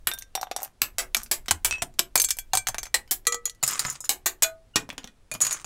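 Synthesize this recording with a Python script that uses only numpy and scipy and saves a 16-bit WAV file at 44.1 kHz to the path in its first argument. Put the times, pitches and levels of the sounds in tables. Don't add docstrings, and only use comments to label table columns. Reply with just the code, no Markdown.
import sys
import numpy as np
from scipy import signal
from scipy.fft import rfft, irfft
from scipy.io import wavfile
from scipy.ndimage import uniform_filter1d

SR = 44100
rng = np.random.default_rng(int(sys.argv[2]) if len(sys.argv) > 2 else 0)


def digitize_waveform(pressure):
    field = np.atleast_2d(pressure).T
    bounded = np.clip(field, -1, 1)
    quanta = np.round(bounded * 32767).astype(np.int16)
    wavfile.write(sys.argv[1], SR, quanta)


N = 249165


def gain_of(db):
    return 10 ** (np.asarray(db) / 20)


def evened(x):
    return x / np.sqrt(np.mean(x ** 2) + 1e-20)


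def read(points, hz):
    f, value = np.transpose(points)
    return np.interp(np.log(hz + 1), np.log(f + 1), value)


def add(mix, s, sound):
    part = mix[round(s * SR):][:len(sound)]
    part += sound[:len(part)]


def coloured(points, size):
    spectrum = rfft(rng.standard_normal(size))
    hz = np.fft.rfftfreq(size, 1 / SR)
    return irfft(spectrum * gain_of(read(points, hz)), size)


# (f/Hz, level/dB)
AIR_COLOUR = [(59, -38.5), (100, -3.5), (144, -14.5), (216, -16), (670, -21.5), (761, -24.5), (2310, -30.5),
              (10300, -37), (15100, -56), (16500, -47.5)]
# (t/s, level/dB)
RUMBLE_LEVEL = [(0.0, -49), (0.69, -60.5), (1.12, -47), (1.45, -49), (1.7, -45.5), (1.95, -54), (2.49, -48),
                (2.69, -45), (2.86, -49), (3.27, -55.5), (4.94, -58.5), (5.65, -57)]


def background():
    air = gain_of(-65) * evened(coloured([(60, -45.0)] + AIR_COLOUR, N))
    rumble = evened(coloured([(10, -2.0), (25, 4), (60, -8.5), (110, -19), (200, -51.5)], N))
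    s, db = np.transpose(RUMBLE_LEVEL)
    return air + gain_of(np.interp(np.arange(N) / SR, s, db)) * rumble


# (f/Hz, time to fall by 60 dB/s)
TAIL_T60 = [(150, 0.44), (660, 0.2), (1740, 0.17), (4590, 0.11), (12100, 0.13)]


def tail():
    hz, t, z = signal.stft(rng.standard_normal(SR // 2), SR, nperseg=256)
    fade = gain_of(-60 * t / read(TAIL_T60, hz)[:, None])
    out = signal.istft(z * fade, SR, nperseg=256)[1]
    out *= 1 - np.exp(-(np.arange(len(out)) / SR / 0.0055) ** 2)
    return out / np.linalg.norm(out)


# (t/s, level/dB)
SLIDE_LEVELS = [
    [(0.57, -59), (0.63, -59.5), (0.68, -64)],
    [(1.16, -56), (1.23, -54)],
    [(3.63, -71), (3.68, -46), (3.802, -47), (3.96, -54), (4.0, -103)],
    [(4.04, -50.5), (4.085, -83)],
    [(5.07, -76), (5.11, -87)],
    [(5.41, -39), (5.488, -50), (5.528, -46.5), (5.63, -63.5)],
]
# (f/Hz, level/dB)
HEAP_COLOUR = [(120, -58), (200, -11), (579, -18), (722, -25.5), (1120, 0.5), (3900, -11.5), (7010, -4.5),
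               (9230, -8), (12400, -38.5), (16000, -23.5)]


def slides():
    t, level = np.arange(N) / SR, np.zeros(N)
    for rows in SLIDE_LEVELS:
        s, db = np.transpose(rows)
        level += gain_of(np.interp(t, s, db, left=-120, right=-120))
    sizes = gain_of(7.9 * np.minimum(rng.exponential(1, N), 3))
    ticks = sizes * (rng.random(N) < 1300 / SR)
    bursts = signal.lfilter([1], [1, -np.exp(-1 / (0.001 * SR))], ticks)
    return 3.2 * level * evened(coloured(HEAP_COLOUR, N) * bursts)


# (start t/s, end t/s, f/Hz, level/dB of partials 1, 2 and 3)
SQUEAK_ROWS = [(0.34, 0.346, 1400, -73, -64, -82), (2.517, 2.544, 1390, -88, -64, -68),
               (2.657, 2.68, 1460, -74, -67, -64), (3.087, 3.125, 1516, -68, -62.5, -89),
               (3.441, 3.453, 1340, -80, -76, -64), (3.61, 3.628, 1470, -74, -70, -65),
               (4.736, 4.762, 1430, -62.5, -51, -85)]


def squeak(start, end, hz, *partials_db):
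    t = np.arange(0, end - start, 1 / SR)
    tone = sum(gain_of(db) * np.sin(2 * np.pi * (k + 1) * hz * t) for k, db in enumerate(partials_db))
    return np.sqrt(2) * tone * np.minimum(t / .006, 1)


THUD_T60_S, THUD_SHORTENS = 0.13, 0.44
PUSH_DB = 9


def thud(level_db, hz):
    t = np.arange(SR // 8) / SR
    fade = gain_of(-60 * t / (THUD_T60_S * (100 / hz) ** THUD_SHORTENS))
    swing = fade * np.sin(2 * np.pi * hz * t) * (1 - np.exp(-t / 0.0049))
    push = evened(coloured([(30, -9.5), (90, -9.5), (300, -9.0), (600, -31)], len(t)))
    push *= t / 0.0097 * np.exp(1 - t / 0.0025)
    return gain_of(level_db) * (swing + gain_of(PUSH_DB) * push)


PART_UNTIL = (.1, .3, .75, 1.69, 1.81, 2.1, 2.92, 3.25, 3.6, 4.08, 4.4, 4.7, 5.2)
RINGING_ROW = (0, 1, 2, 0, 3, 0, 4, 0, 5, 6, 0, 7, 8, 9)


def ringing_row(s):
    return RINGING_ROW[np.searchsorted(PART_UNTIL, s)]


COLOUR_CENTRES = (760, 2500, 6500, 12800)
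# (f/Hz, level/dB against each other, time to fall by 60 dB/s)
PART_MODES = [
    [(370, -11, .18), (690, -5, .1), (1600, -3, .05), (2330, 0, .05), (4600, -3, .04), (5400, -3, .05),
     (6300, -2, .04), (7100, -2, .05), (7800, -1, .04), (8850, -1, .04)],
    [(1577, -2, .2), (3635, 0, .15), (5670, -3, .13), (8635, -8, .03), (11350, -5, .06), (13510, 2, .06)],
    [(735, -4, .07), (770, 11, .025), (3635, -8, .15), (5670, 0, .11), (11350, 0, .08), (13510, 5, .05)],
    [(2592, 1, .14), (3085, -6, .12), (5760, 0, .14), (7300, -9, .12), (8250, -5, .15), (11480, -6, .1)],
    [(748, 0, .06), (900, 5, .02), (1556, -11, .18), (2336, -4, .15), (3350, -7, .11), (4447, -1, .075),
     (5160, -8, .09), (6296, 3, .08), (6788, -2, .09), (7639, 2, .08), (8296, 1, .07), (9070, -6, .05),
     (10950, -2, .07), (12210, -3, .075), (14010, -5, .06)],
    [(477, 0, .22), (1180, -3, .16), (1287, -2, .22), (1965, 2, .17), (2358, -4, .14), (3273, -5, .1),
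     (4221, 4, .065), (5900, -2, .09), (6465, 3, .07), (6820, 1, .085), (6980, 3, .05), (7450, -1, .075),
     (8150, 2, .055), (11190, 3, .04)],
    [(990, -4, .05), (1290, -2, .08), (2050, -5, .06), (5150, -2, .09), (5870, -5, .08), (6475, -3, .1),
     (7002, 2, .07), (7490, 0, .05), (8030, -6, .05), (9100, -5, .07), (9950, -6, .06), (12150, -6, .07)],
    [(651, 6, .32), (682, 3, .25), (1249, -3, .24), (1470, 0, .16), (1529, 1, .15), (2094, 2, .09),
     (2466, -1, .12), (3450, -3, .09), (4075, 2, .09), (4468, -5, .08), (4845, -4, .1), (6815, 5, .075),
     (8400, -1, .05), (10230, -3, .06), (12400, -5, .07)],
    [(520, 0, .04), (840, -9, .06), (1450, -6, .08), (1880, -4, .06), (2455, -3, .1), (3100, -3, .05),
     (3420, -3, .05), (3990, -2, .04), (5880, -4, .04)],
    [(630, -9, .1), (2444, -5, .14), (4452, -7, .09), (6282, -2, .11), (6860, 1, .09), (7671, -4, .09),
     (8480, -1, .09), (9432, -5, .07), (10225, -1, .07), (12460, -7, .07)],
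]


def plastic_ring(s, colour, crack_s, spot_hz):
    t = np.arange(12000) / SR
    hz, db, t60 = np.transpose(PART_MODES[ringing_row(s)])[:, :, None]
    phase = rng.random(hz.shape)
    chance_db = 2.2 * rng.standard_normal(hz.shape)
    spot_db = 10.2 * np.exp(-(np.log(hz / spot_hz) / .05) ** 2)
    mode_db = db + read(colour, hz) + spot_db + chance_db
    modes = gain_of(mode_db - 60 * t / t60) * np.sin(2 * np.pi * (hz * t + phase))
    return 0.13 * modes.sum(0) * (1 - np.exp(-t / (0.04 * crack_s)))


def crack(tick_size, colour, crack_s, spot_hz):
    t = np.arange(4096) / SR
    body_db, air_db = colour[0][1], colour[-1][1]
    bands = np.geomspace(250, 16500, num=40)
    outline = [(320, min(body_db, 0) - 11)] + colour + [(16500, air_db - 10)]
    bands_db = read(outline, bands) + 3. * rng.standard_normal(len(bands))
    bands_db += 4. * np.exp(-(np.log(bands / spot_hz) / .1) ** 2)
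    wander = evened(uniform_filter1d(rng.standard_normal(len(t)), size=30))
    lumps = gain_of(0.44 * wander - 8.5)
    swell = (1 - np.exp(-t / 0.0016)) * np.exp(-t / crack_s)
    tick = tick_size * t / .0003 * np.exp(1 - t / .0003)
    return coloured(list(zip(bands, bands_db)), len(t)) * (tick + lumps * swell)


def blow(tick_size, s, crack_db, body_db, middle_db, air_db, crack_ms, ring_db, spot_hz):
    crack_s = max(crack_ms, .5) / 1000
    colour = list(zip(COLOUR_CENTRES, (body_db, middle_db, 0, air_db)))
    sound = gain_of(ring_db) * plastic_ring(s, colour, crack_s, spot_hz)
    add(sound, 0, crack(tick_size, colour, crack_s, spot_hz))
    no_bass = signal.butter(2, 380, "high", fs=SR)
    return gain_of(crack_db) * signal.lfilter(*no_bass, sound)


KNOCK_TICK = .8
AIR_DB_PER_OCTAVE = 11
# (air level/dB before that extra, crack fade constant/ms, tail level/dB,
# thud level/dB against the body of the knock, thud f/Hz)
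KNOCK_MANNERS = [(-10, 7.2, -11.5, -25, 220), (-12, 6.7, -18, -47, 83), (-10.5, 6.5, -17.5, -44.5, 75),
                 (-20, 1.6, -8.5, -29.5, 75), (-5.5, 6.8, -18, -37.5, 110), (-7, 6.5, -19, -44, 160),
                 (-5, 8.5, -13.5, -29.5, 133), (-2, 5.8, -14, -35.5, 76), (-18.5, 5, -10, -24.5, 270),
                 (-6, 7.3, -13.5, -29, 129)]
# (t/s, crack level/dB, body level/dB, middle level/dB
# (both against the crack), f/Hz that the struck spot favours, ring level/dB)
KNOCK_ROWS = [(0.089, -34, 3, 8, 3620, -15), (0.1151, -22.5, 4.5, 7, 3630, -2),
              (0.1366, -17, -5.5, -15, 13540, -11), (0.178, -36, 3, 1, 5640, -12),
              (0.1874, -22.5, -22, -9, 13560, -10), (0.21, -45, 1, 3, 11340, 11),
              (0.2229, -26, -15, -2.5, 5870, -17), (0.3522, -8.5, 0.5, -3, 690, 0),
              (0.3763, -44.5, 23.5, 22, 717, 6), (0.395, -52, 31, 12, 690, -5),
              (0.413, -17, -4, -14, 710, -3), (0.4303, -22.5, 13.5, 3.5, 685, -1),
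              (0.4704, -45.5, 22, 15.5, 715, -3), (0.5132, -19.5, 7.5, 6, 759, -8),
              (0.5635, -10, -6, -13, 756, -1), (0.5911, -47, 16.5, -6, 740, 0),
              (0.6038, -46, 7.5, -4, 13560, 4), (0.614, -44, 4, -11, 13490, 5),
              (0.62, -33, 10.5, -10, 13500, -1), (0.631, -17.5, 0, -23, 13600, -8),
              (0.6408, -33, 8, -4, 12900, -5), (0.648, -25, -4, -9, 12800, -13),
              (0.6581, -46, 19, 2, 720, -5), (1.1678, -6.5, -7, -19, 5750, -7),
              (1.2332, -21, -20.5, -25, 10980, -5), (1.2615, -34, 0, -2, 4800, -4),
              (1.4596, -36, 2, -2, 8040, -6), (1.483, -12.5, -3, 1, 2900, -7),
              (1.6556, -7.5, -18, -8, 5600, -16), (1.71, -8, -5, -3, 2660, -1),
              (1.726, -13.5, -7.5, 3, 5760, -9), (1.738, -33, 0, 12.5, 2550, -0.5),
              (1.758, -32, -2, 1, 2660, -7), (1.7822, -33, 10, 0, 940, 6),
              (1.8234, -16.5, 8, -20, 8800, -0.5), (1.94, -43.5, -8, -5, 6200, -16),
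              (1.988, -28, 2, 5, 7480, -21), (2.1764, -9.5, -19.5, -4, 6960, 1.5),
              (2.1996, -3, -22, -7.5, 6400, -4), (2.2175, -4.5, -21, -16, 11000, -15),
              (2.2405, -18.5, -15, 4, 11200, -1), (2.2453, -11.5, -22, -14, 7640, 2.5),
              (2.2875, -20, -14, 1.5, 10400, 0.5), (2.3063, -4, -21.5, -4.5, 5280, -5.5),
              (2.369, -28.5, 0, -12, 9850, -7), (2.387, -22.5, -10.5, -1, 11840, 4),
              (2.5341, -8, 8.5, -1, 718, -0.5), (2.5521, -3.5, -0.5, -13, 684, -13),
              (2.5722, -10, -1.5, -4.5, 8310, 2.5), (2.6702, -12.5, -1.5, 0.5, 6300, -1.5),
              (2.6861, -8.5, 7.5, -8, 6300, -12.5), (2.745, -23.5, 15.5, 8, 1160, -13.5),
              (2.783, -15.5, 2.5, -0.5, 6370, -8.5), (2.831, -21, 0.5, 0.5, 7500, -5.5),
              (2.8554, -27, 0, -1, 6240, -7), (2.8676, -32.5, 6, 3.5, 6310, -17),
              (3.077, -43, 2, 1, 2120, -14), (3.0894, -52, -8.5, -4, 7060, -15),
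              (3.253, -39.5, 4, 1, 2210, -12), (3.323, -17, -4.5, 1.5, 7000, 2.5),
              (3.3445, -13.5, 0.5, -9, 7140, -7.5), (3.4552, -12, -16.5, -10.5, 6870, -3),
              (3.478, -34.5, 2, 3.5, 1980, -10), (3.497, -22.5, -25.5, -7.5, 5930, -6),
              (3.5488, -42, -6, -13, 1980, -8.5), (3.628, -11.5, 2, -5.5, 7100, -2),
              (3.6355, -4.5, -8, -4, 7010, -7.5), (3.6643, -16, -16, -20, 7400, -2),
              (3.6775, -10, -9.5, -15, 8100, 4), (3.6875, -20, -9, -3, 4590, -1),
              (3.709, -25, -14, 0, 12040, 6), (3.733, -25, -1, -6, 7260, 9.5),
              (3.766, -29, -0.5, -14, 6480, -7), (3.7938, -6.5, -5, -8.5, 7250, -6),
              (3.85, -20, 14.5, 7.5, 1170, 0), (3.865, -26.5, -12, -22, 7100, 10),
              (3.8827, -32, 9, 8, 7000, 7), (3.9, -17, -12, -20, 6870, 1.5), (3.926, -29, 6, -10, 8340, 1),
              (4.005, -26, -5, -23, 8000, 4.5), (4.0449, -29.5, -6, -13, 7000, 4),
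              (4.054, -28, -17, 0, 6130, -18), (4.4281, -13, -17, -13, 6880, -7.5),
              (4.433, -3.5, -17.5, -4, 6880, -3.5), (4.4454, -25, 3.5, 16, 4075, -4.5),
              (4.7653, -14.5, 8.5, 13, 840, -3.5), (4.7724, -20, -3, 3.5, 2450, -4.5),
              (4.8906, -29, 15, 1.5, 634, -10), (4.9023, -27, 2, 9, 3420, -6.5),
              (4.9272, -32.5, 11.5, -10, 620, -11), (4.9799, -17, 3, 0.5, 3140, -10.5),
              (5.033, -43, 5.5, 6, 3100, -8), (5.043, -24.5, 8, -4.5, 3600, -17.5),
              (5.0745, -30, -4.5, 0, 3250, -2.5), (5.3149, -18.5, 7, -6, 2450, 3.5),
              (5.3395, -19, 7.5, -14, 6950, -10.5), (5.3505, -27, 16, 6, 970, -3),
              (5.4047, -19.5, 8, -2, 6870, -2), (5.4118, -18, -6, -16, 7660, 7),
              (5.417, -4.5, -22, -20, 6630, 2.5), (5.4405, -33, -10, -19, 8340, -8),
              (5.449, -13.5, -6, -4, 6560, -1), (5.4677, -10.5, -5, -4.5, 6860, -4.5),
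              (5.5093, -16.5, -2.5, -3, 6840, 1.5), (5.5269, -11, -22, -12, 6400, -3),
              (5.572, -42, 5, 14, 1530, -12), (5.6446, -29, 12.5, 2, 6860, 4.5)]


def knock(s, crack_db, body_db, middle_db, spot_hz, ring_db):
    air_db, crack_ms, tail_db, thud_db, thud_hz = KNOCK_MANNERS[ringing_row(s)]
    air_db += AIR_DB_PER_OCTAVE * max(np.log2(spot_hz / COLOUR_CENTRES[2]), 0)
    sound = blow(KNOCK_TICK, s, crack_db, body_db, middle_db, air_db, crack_ms, ring_db, spot_hz)
    return s, sound, thud(crack_db + body_db + thud_db, thud_hz), tail_db


SNIP_TICK, SNIP_SPOT_HZ = .4, 7700
# (t/s, crack level/dB, body level/dB, middle level/dB, air level/dB (all three against the crack),
# crack fade constant/ms, ring level/dB, tail level/dB, level/dB of the thud of desk and frame, thud f/Hz)
SNIP_ROWS = [(0.0714, -6.5, 2.5, 7.5, 2.5, 4.2, -12.5, -7, -42.5, 82.6),
             (0.818, 2.5, -6, 4, 2.5, 2.4, -18.5, -7, -39.5, 99.6),
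             (0.9835, -4.5, -2, -1.5, -3, 3.9, -11.5, 1.5, -46, 98),
             (1.147, -3, -3, 10, 1.5, 3.1, -10, -17, -47, 186),
             (1.3134, -4.5, -1.5, -3.5, -2, 14, -5, -7.5, -34.5, 424),
             (1.5095, 4, 3, -2.5, -5.5, 5.5, -30.5, -16.5, -28.5, 83.5),
             (1.6473, -2.5, -5, -4.5, 1.5, 7.2, -5, -5, -35, 82.6),
             (1.8205, -7.5, 0.5, 2, -9.5, 7.2, -14, -19.5, -35, 286),
             (1.9925, 3, -2, -3.5, -2, 4.3, -8.5, -13, -32.5, 340),
             (2.156, 2.5, 4.5, 1.5, 4, 4.2, -15.5, -13.5, -29, 450),
             (2.9428, -2.5, 1, 1, -2.5, 9.6, -26.5, -12.5, -42.5, 224),
             (3.1104, -5, -7, -10, 5.5, 15.5, -26.5, -15, -40.5, 377),
             (3.269, -6.5, -12.5, -4, 1.5, 6.8, 2.5, -15, -37.5, 397),
             (4.0929, 0.5, -5.5, -3.5, 2, 2.6, -12.5, -1.5, -39, 268),
             (4.2597, -5.5, 2.5, 0, 1, 13.7, -13.5, -9.5, -36, 338),
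             (4.4226, -2, -3.5, -5.5, 1.5, 10.6, -21, -10, -40.5, 96),
             (4.7581, 5.5, 0, -8.5, -17.5, 6.5, -14.5, -9, -23, 437)]


def snip(s, crack_db, body_db, middle_db, air_db, crack_ms, ring_db, tail_db, thud_db, thud_hz):
    sound = blow(SNIP_TICK, s, crack_db, body_db, middle_db, air_db, crack_ms, ring_db, SNIP_SPOT_HZ)
    return s, sound, thud(thud_db, thud_hz), tail_db


def scene():
    dry = slides()
    sends = np.zeros((4, N))
    sends[0] += gain_of(-9.5) * dry
    blows = [snip(*row) for row in SNIP_ROWS] + [knock(*row) for row in KNOCK_ROWS]
    for k, (s, sound, low, tail_db) in enumerate(blows):
        send = sends[k % len(sends)]
        add(dry, s, sound)
        add(dry, s, low)
        add(send, s, gain_of(tail_db) * sound)
        add(send, s, gain_of(-11.0) * low)
    for row in SQUEAK_ROWS:
        add(dry, row[0], squeak(*row))
    wet = sum(signal.fftconvolve(send, tail())[:N] for send in sends)
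    return (dry + wet + background())[None]


DULL_HZ, EDGE_HZ = 15800, 16855


def record(dry):
    knee = .7
    soft = knee * np.tanh(dry / knee)
    below = signal.firwin(511, DULL_HZ, window=("kaiser", 9), fs=SR)
    edge = signal.firwin(511, EDGE_HZ, window=("kaiser", 9), fs=SR)
    treble_filter = below + gain_of(-18.0) * (edge - below)
    return signal.oaconvolve(soft, treble_filter[None], "same")


dry = scene()
out = record(dry)
digitize_waveform(out)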